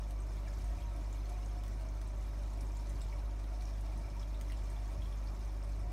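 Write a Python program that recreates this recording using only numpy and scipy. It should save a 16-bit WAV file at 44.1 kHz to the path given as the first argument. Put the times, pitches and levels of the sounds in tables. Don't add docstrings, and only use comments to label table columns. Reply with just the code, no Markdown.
import sys
import numpy as np
from scipy import signal
from scipy.fft import rfft, irfft
from scipy.io import wavfile
from scipy.ndimage import uniform_filter1d

SR = 44100
rng = np.random.default_rng(int(sys.argv[2]) if len(sys.argv) > 2 else 0)


def to_wav(s):
    ch = np.atleast_2d(s).T
    pcm = np.round(np.clip(ch, -1, 1) * 32767)
    wavfile.write(sys.argv[1], SR, pcm.astype(np.int16))


N = 261072
TIME_S, FREQS_HZ = np.arange(N) / SR, np.fft.rfftfreq(N, 1 / SR)

# (crest time [s], length [s], rumble level [dB], churn level [dB])
SURGE_EVENTS = [(.6, .15, -59, -61), (.74, 0.34, -43.5, -61), (1.0, 0.11, -57, -56), (1.74, 0.13, -60, -57),
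                (2.3, .35, -52, -70), (2.64, 0.21, -52, -56), (2.977, 0.19, -45, -55),
                (3.23, .18, -52, -75), (3.97, 0.12, -53, -56), (4.09, 0.18, -48, -68),
                (4.592, .12, -44, -77), (4.984, 0.18, -44, -58), (5.392, 0.23, -49, -61),
                (5.862, 0.21, -45.5, -59.5)]
# (frequency [Hz], relative density [dB])
RUMBLE_SPECTRUM = [(15, -28), (30, -9.5), (47, 4.5), (64, 3.5), (90, 1), (112, -11), (170, -26), (400, -78)]
CHURN_SPECTRUM = [(60, -24), (120, 0), (168, 2.5), (195, -4.5), (240, -2), (325, -2), (355, -6),
                  (398, -7.5), (415, -18.5), (600, -26.5), (1500, -72)]
GURGLE_SPECTRUM = [(200, -2), (420, -1), (520, 0), (650, 2), (1000, 2), (1250, -3.5), (1480, -7),
                   (2000, -11.5), (3000, -21.5), (8000, -49)]
FIZZ_SPECTRUM = [(700, -17), (1700, 3), (2500, 2.5), (3100, -0.5), (3800, 2), (4800, 0), (6200, 1.5),
                 (7200, -3.5), (9500, -3.5), (11000, -8), (12600, -8), (14000, -13.5), (15700, -14)]
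SPLAT_SPECTRUM = [(500, -17), (1900, 5.5), (6200, -2.5), (9500, 2), (10500, -13.5), (13000, -3),
                  (14200, -18), (16000, -3)]
# (time [s], relative level [dB])
SPRAY_CURVE = [(.2, -68.5), (.52, -65.3), (.75, -67), (1.6, -67), (2.15, -68.2), (2.401, -67),
               (3.001, -66.5), (3.32, -68.8), (3.7, -66.5), (4.3, -68), (4.5, -66.5), (5.9, -68.5)]
# (time [s], pitch [Hz], level [dB])
PING_EVENTS = [(.474, 1690, -53.5), (.573, 5600, -52.5), (.785, 2390, -54), (1.128, 7100, -51.5),
               (1.294, 9040, -54), (1.461, 6370, -52), (2.608, 5430, -52), (2.610, 8700, -51),
               (2.72, 6200, -55), (2.770, 7100, -52), (2.894, 8500, -50.5), (2.900, 6300, -52),
               (3.016, 7900, -48), (3.016, 3700, -49.5), (3.126, 2250, -51.5), (3.623, 6000, -54.5),
               (3.654, 5600, -50), (4.196, 5300, -50.5), (4.229, 3370, -54), (4.500, 2040, -52.5),
               (4.521, 2850, -52), (5.125, 3370, -55), (5.627, 5260, -52)]
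# (time [s], relative level [dB])
DROP_EVENTS = [(.108, -43), (1.128, -48), (1.6367, -41.5), (1.6635, -46), (1.6806, -41.5), (1.811, -48),
               (2.015, -44), (3.622, -48), (4.4113, -38), (4.5005, -46), (4.5208, -44)]
# (crest time [s], length [s], pitch [Hz], level [dB])
GULP_EVENTS = [(.75, .2, 714, -60), (.855, .08, 942, -58.5), (0.974, .15, 714, -62), (.99, .1, 655, -59),
               (1.353, .15, 716, -56.5), (1.59, 0.13, 716, -60), (1.84, .12, 645, -60),
               (2.77, .14, 945, -62), (3.362, .2, 715, -64), (3.63, 0.26, 715, -63), (4.85, .16, 715, -64),
               (5.9, .16, 713, -61)]
# (frequency [Hz], width [Hz], gain [dB])
TANK_MODES = [(380.4, 14, 3.5), (579, 22.4, 10.5), (643, 58, 6.5), (772, 30, -6), (913, 54, 2),
              (1146, 74, 2), (1310, 39, 5.5), (1980, 70, 1.5), (2335, 210, 5.5), (2860, 68, 2.5),
              (5320, 290, 5.5), (6070, 210, 2), (9300, 700, -0.5), (10410, 530, -5.5)]
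# (mains multiple, level [dB])
PUMP_HARMONICS = [(1, -35), (2, -50), (3, -63), (4, -67.5), (5, -75), (6, -65.5), (8, -73), (10, -77),
                  (11, -70), (15, -72.5), (26, -82)]


def outflow(rumble_db=-56.5, churn_db=-58):
    rumble_gain, churn_gain = amp(rumble_db), amp(churn_db)
    for crest_s, length_s, surge_rumble_db, surge_churn_db in SURGE_EVENTS:
        rumble_gain = np.hypot(rumble_gain, swell(crest_s, length_s, surge_rumble_db))
        churn_gain = np.hypot(churn_gain, swell(crest_s, length_s, surge_churn_db))
    rumble = steadied(in_tank(rng.standard_normal(N), RUMBLE_SPECTRUM), lumpiness=0.56)
    churn = steadied(in_tank(rng.standard_normal(N), CHURN_SPECTRUM), lumpiness=0.73)
    return rumble_gain * rumble + churn_gain * churn


def gurgle(bubbles_db=-60, rush_db=-62):
    flow = amp(1.2 * drift(rate_hz=20))
    large = swarm(low_hz=281, high_hz=3193, per_s=2200, cycles=13, spread_db=2.5, flow=flow)
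    crowd = in_tank(echoes(large, t60_s=0.13, wet_db=-2.5), GURGLE_SPECTRUM)
    rush = in_tank(rng.standard_normal(N), GURGLE_SPECTRUM)
    return amp(bubbles_db) * crowd + amp(rush_db) * rush


def fizz(froth_db=-67, spray_ticks_db=-75, wash_db=-68, ticks_per_s=150):
    flow = amp(2.2 * drift(rate_hz=25))
    small = swarm(low_hz=1303, high_hz=16190, per_s=2600, cycles=5.5, spread_db=4, flow=flow)
    hits = rng.random(N) < ticks_per_s * flow / SR
    ticks = hits * rng.choice([-1, 1], N) * amp(4.4 * np.minimum(rng.exponential(1, N), 3.5))
    froth = amp(froth_db) * in_tank(echoes(small, t60_s=0.097, wet_db=-0.5), FIZZ_SPECTRUM)
    spray = amp(spray_ticks_db) * in_tank(echoes(ticks, t60_s=0.1, wet_db=3), FIZZ_SPECTRUM)
    wash = amp(wash_db) * in_tank(rng.standard_normal(N), FIZZ_SPECTRUM)
    return amp(spray_db()) * (froth + spray + wash)


def pings(snap_gain_db=-1.5, faint_db=-53.5, spread_db=5, low_hz=3200, high_hz=9900):
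    out = np.zeros(N)
    faint = [(time_s, low_hz + (high_hz - low_hz) * pitch, faint_db - spread_db * faintness)
             for time_s, pitch, faintness in strays(count=36, crowding=4)]
    for time_s, hz, db in PING_EVENTS + faint:
        snap_spectrum = [(hz / 4, -35), (hz / 1.3, -8), (hz, 0), (hz * 1.25, -7), (hz * 2.2, -28)]
        add(out, time_s, amp(db) * bubble(hz, cycles=6, rise=0.0066))
        add(out, time_s, amp(db + snap_gain_db) * snap(snap_spectrum, decay_s=0.0012))
    return echoes(out, t60_s=0.13, wet_db=-2)


def splats(gain_db=-1.5, faint_db=-51, spread_db=5):
    out = np.zeros(N)
    faint = [(time_s, faint_db - spread_db * faintness)
             for time_s, faintness, _ in strays(count=12, crowding=4.4)]
    for time_s, db in DROP_EVENTS + faint:
        add(out, time_s, amp(db + gain_db) * snap(SPLAT_SPECTRUM, decay_s=0.00068))
    return echoes(out, t60_s=0.11, wet_db=-3)


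def air_space(pitch_hz=716, width_hz=13, steady_db=-72, waver_db=2):
    resonance = 1 / (1 + 2j * (FREQS_HZ - pitch_hz) / width_hz) ** 2
    band = irfft(rfft(rng.standard_normal(N)) * resonance, N)
    note = signal.hilbert(steadied(band, lumpiness=0.3))
    gulps = sum(swell(crest_s, length_s, db) * np.exp(2j * np.pi * (hz - pitch_hz) * (TIME_S - crest_s))
                for crest_s, length_s, hz, db in GULP_EVENTS)
    steady = amp(steady_db + waver_db * drift(rate_hz=3))
    return (note * (gulps + 1j * steady)).real


def pump(mains_hz=50.018, waver=0.17, waver_hz=3, lag_cycles=0.07):
    out = np.zeros(N)
    for order, db in PUMP_HARMONICS:
        unrest = waver * (1 - 1 / order) * (drift(waver_hz) + 1j * drift(waver_hz))
        phase_cycles = order * mains_hz * TIME_S + lag_cycles * (order - 1) * rng.uniform(-0.99, 1)
        out -= amp(db) * ((1 + unrest) * np.exp(2j * np.pi * phase_cycles)).real
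    return out


def bubble(hz, cycles, rise):
    age = np.arange(int(6 * cycles / hz * SR) + 2) * hz / SR / cycles
    envelope = (1 - np.exp(-age / 0.28)) * np.exp(-age)
    ring = envelope * np.sin(2 * np.pi * cycles * (age + rise * age ** 2 / 2))
    return ring / abs(ring).max()


def swarm(low_hz, high_hz, per_s, cycles, spread_db, flow, pitches=120):
    out = np.zeros(N)
    per_pitch = int(per_s * N / SR / pitches) + 1
    births = rng.choice(N, (per_pitch, pitches), p=flow / flow.sum())
    for starts, hz in zip(births.T, np.geomspace(low_hz, high_hz, pitches)):
        ring = bubble(hz, cycles * rng.uniform(0.78, 1.3), rise=0.016)
        gains = unit_rms(amp(spread_db * np.minimum(rng.exponential(1, len(starts)), 4)))
        rings = np.outer(gains, ring / np.linalg.norm(ring))
        indices = (starts[:, None] + np.arange(len(ring))) % N
        out += np.bincount(indices.ravel(), rings.ravel(), N) * np.sqrt(hz)
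    return unit_rms(out)


def snap(spectrum, decay_s):
    age = TIME_S[:SR // 50] / decay_s
    colour = amp(spectrum_db(spectrum, np.fft.rfftfreq(len(age), 1 / SR)))
    noise = irfft(np.exp(2j * np.pi * rng.random(len(colour))) * colour, len(age))
    burst = noise * age * np.exp(-age)
    return burst / abs(burst).max()


def in_tank(x, spectrum):
    grid_hz = np.geomspace(10, SR / 2, 2000)
    modes_db = sum(db * 0.5 ** ((2 * (grid_hz - hz) / width_hz) ** 2) for hz, width_hz, db in TANK_MODES)
    gain = np.interp(FREQS_HZ, grid_hz, amp(spectrum_db(spectrum, grid_hz) + modes_db))
    return unit_rms(irfft(rfft(x) * gain, N))


def echoes(x, t60_s, wet_db, path_count=16, block_samples=512):
    age_s = TIME_S[:8192]
    tails = rng.standard_normal((path_count, len(age_s))) * (age_s > 0.002) * amp(-60 * age_s / t60_s)
    paths = rfft(tails / np.linalg.norm(tails, axis=1, keepdims=True))
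    blocks = np.pad(x, (0, -N % block_samples)).reshape(-1, block_samples)
    block_paths = paths[rng.integers(0, path_count, len(blocks))]
    wet = np.zeros(N)
    for k, tail in enumerate(irfft(rfft(blocks, len(age_s)) * block_paths)):
        add(wet, k * block_samples / SR, tail)
    return x + amp(wet_db) * wet


def spray_db():
    time_s, db = np.transpose(SPRAY_CURVE)
    return np.interp(TIME_S, time_s, db) - db.mean()


def strays(count, crowding):
    cumulative = np.cumsum(amp(crowding * spray_db()))
    draws = rng.random((count, 3))
    time_s = np.interp((np.arange(count) + draws[:, 0]) / count, cumulative / cumulative[-1], TIME_S)
    return np.column_stack([time_s, draws[:, 1:]])


def swell(crest_s, length_s, db):
    return amp(db) * np.exp(-np.minimum((2 * (TIME_S - crest_s) / length_s) ** 2, 50))


def steadied(x, lumpiness):
    power = abs(uniform_filter1d(x ** 2, size=SR // 12)) + 1e-9
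    return unit_rms(x / power ** ((1 - lumpiness) / 2))


def drift(rate_hz):
    steps = signal.resample_poly(rng.standard_normal(1024), 8, 1)
    return unit_rms(np.interp(TIME_S * rate_hz * 16, np.arange(len(steps)), steps))


def spectrum_db(spectrum, hz):
    knots_hz, db = np.transpose(spectrum)
    return np.interp(np.log(hz + 1), np.log(knots_hz), db)


def add(mix, time_s, sound):
    part = mix[max(round(time_s * SR), 0):][:len(sound)]
    part += sound[:len(part)]


def unit_rms(x):
    return x / np.sqrt(np.mean(x ** 2) + 1e-20)


def amp(db):
    return 10 ** (np.asarray(db) / 20)


def scene():
    return (pump() + outflow() + gurgle() + air_space() + fizz() + pings() + splats())[None]


def record(dry):
    cutoff_hz = 15750
    taps = signal.firwin(511, cutoff_hz, window=("kaiser", 9), fs=SR)
    return signal.oaconvolve(dry, taps[None], "same")


dry = scene()
out = record(dry)
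to_wav(out)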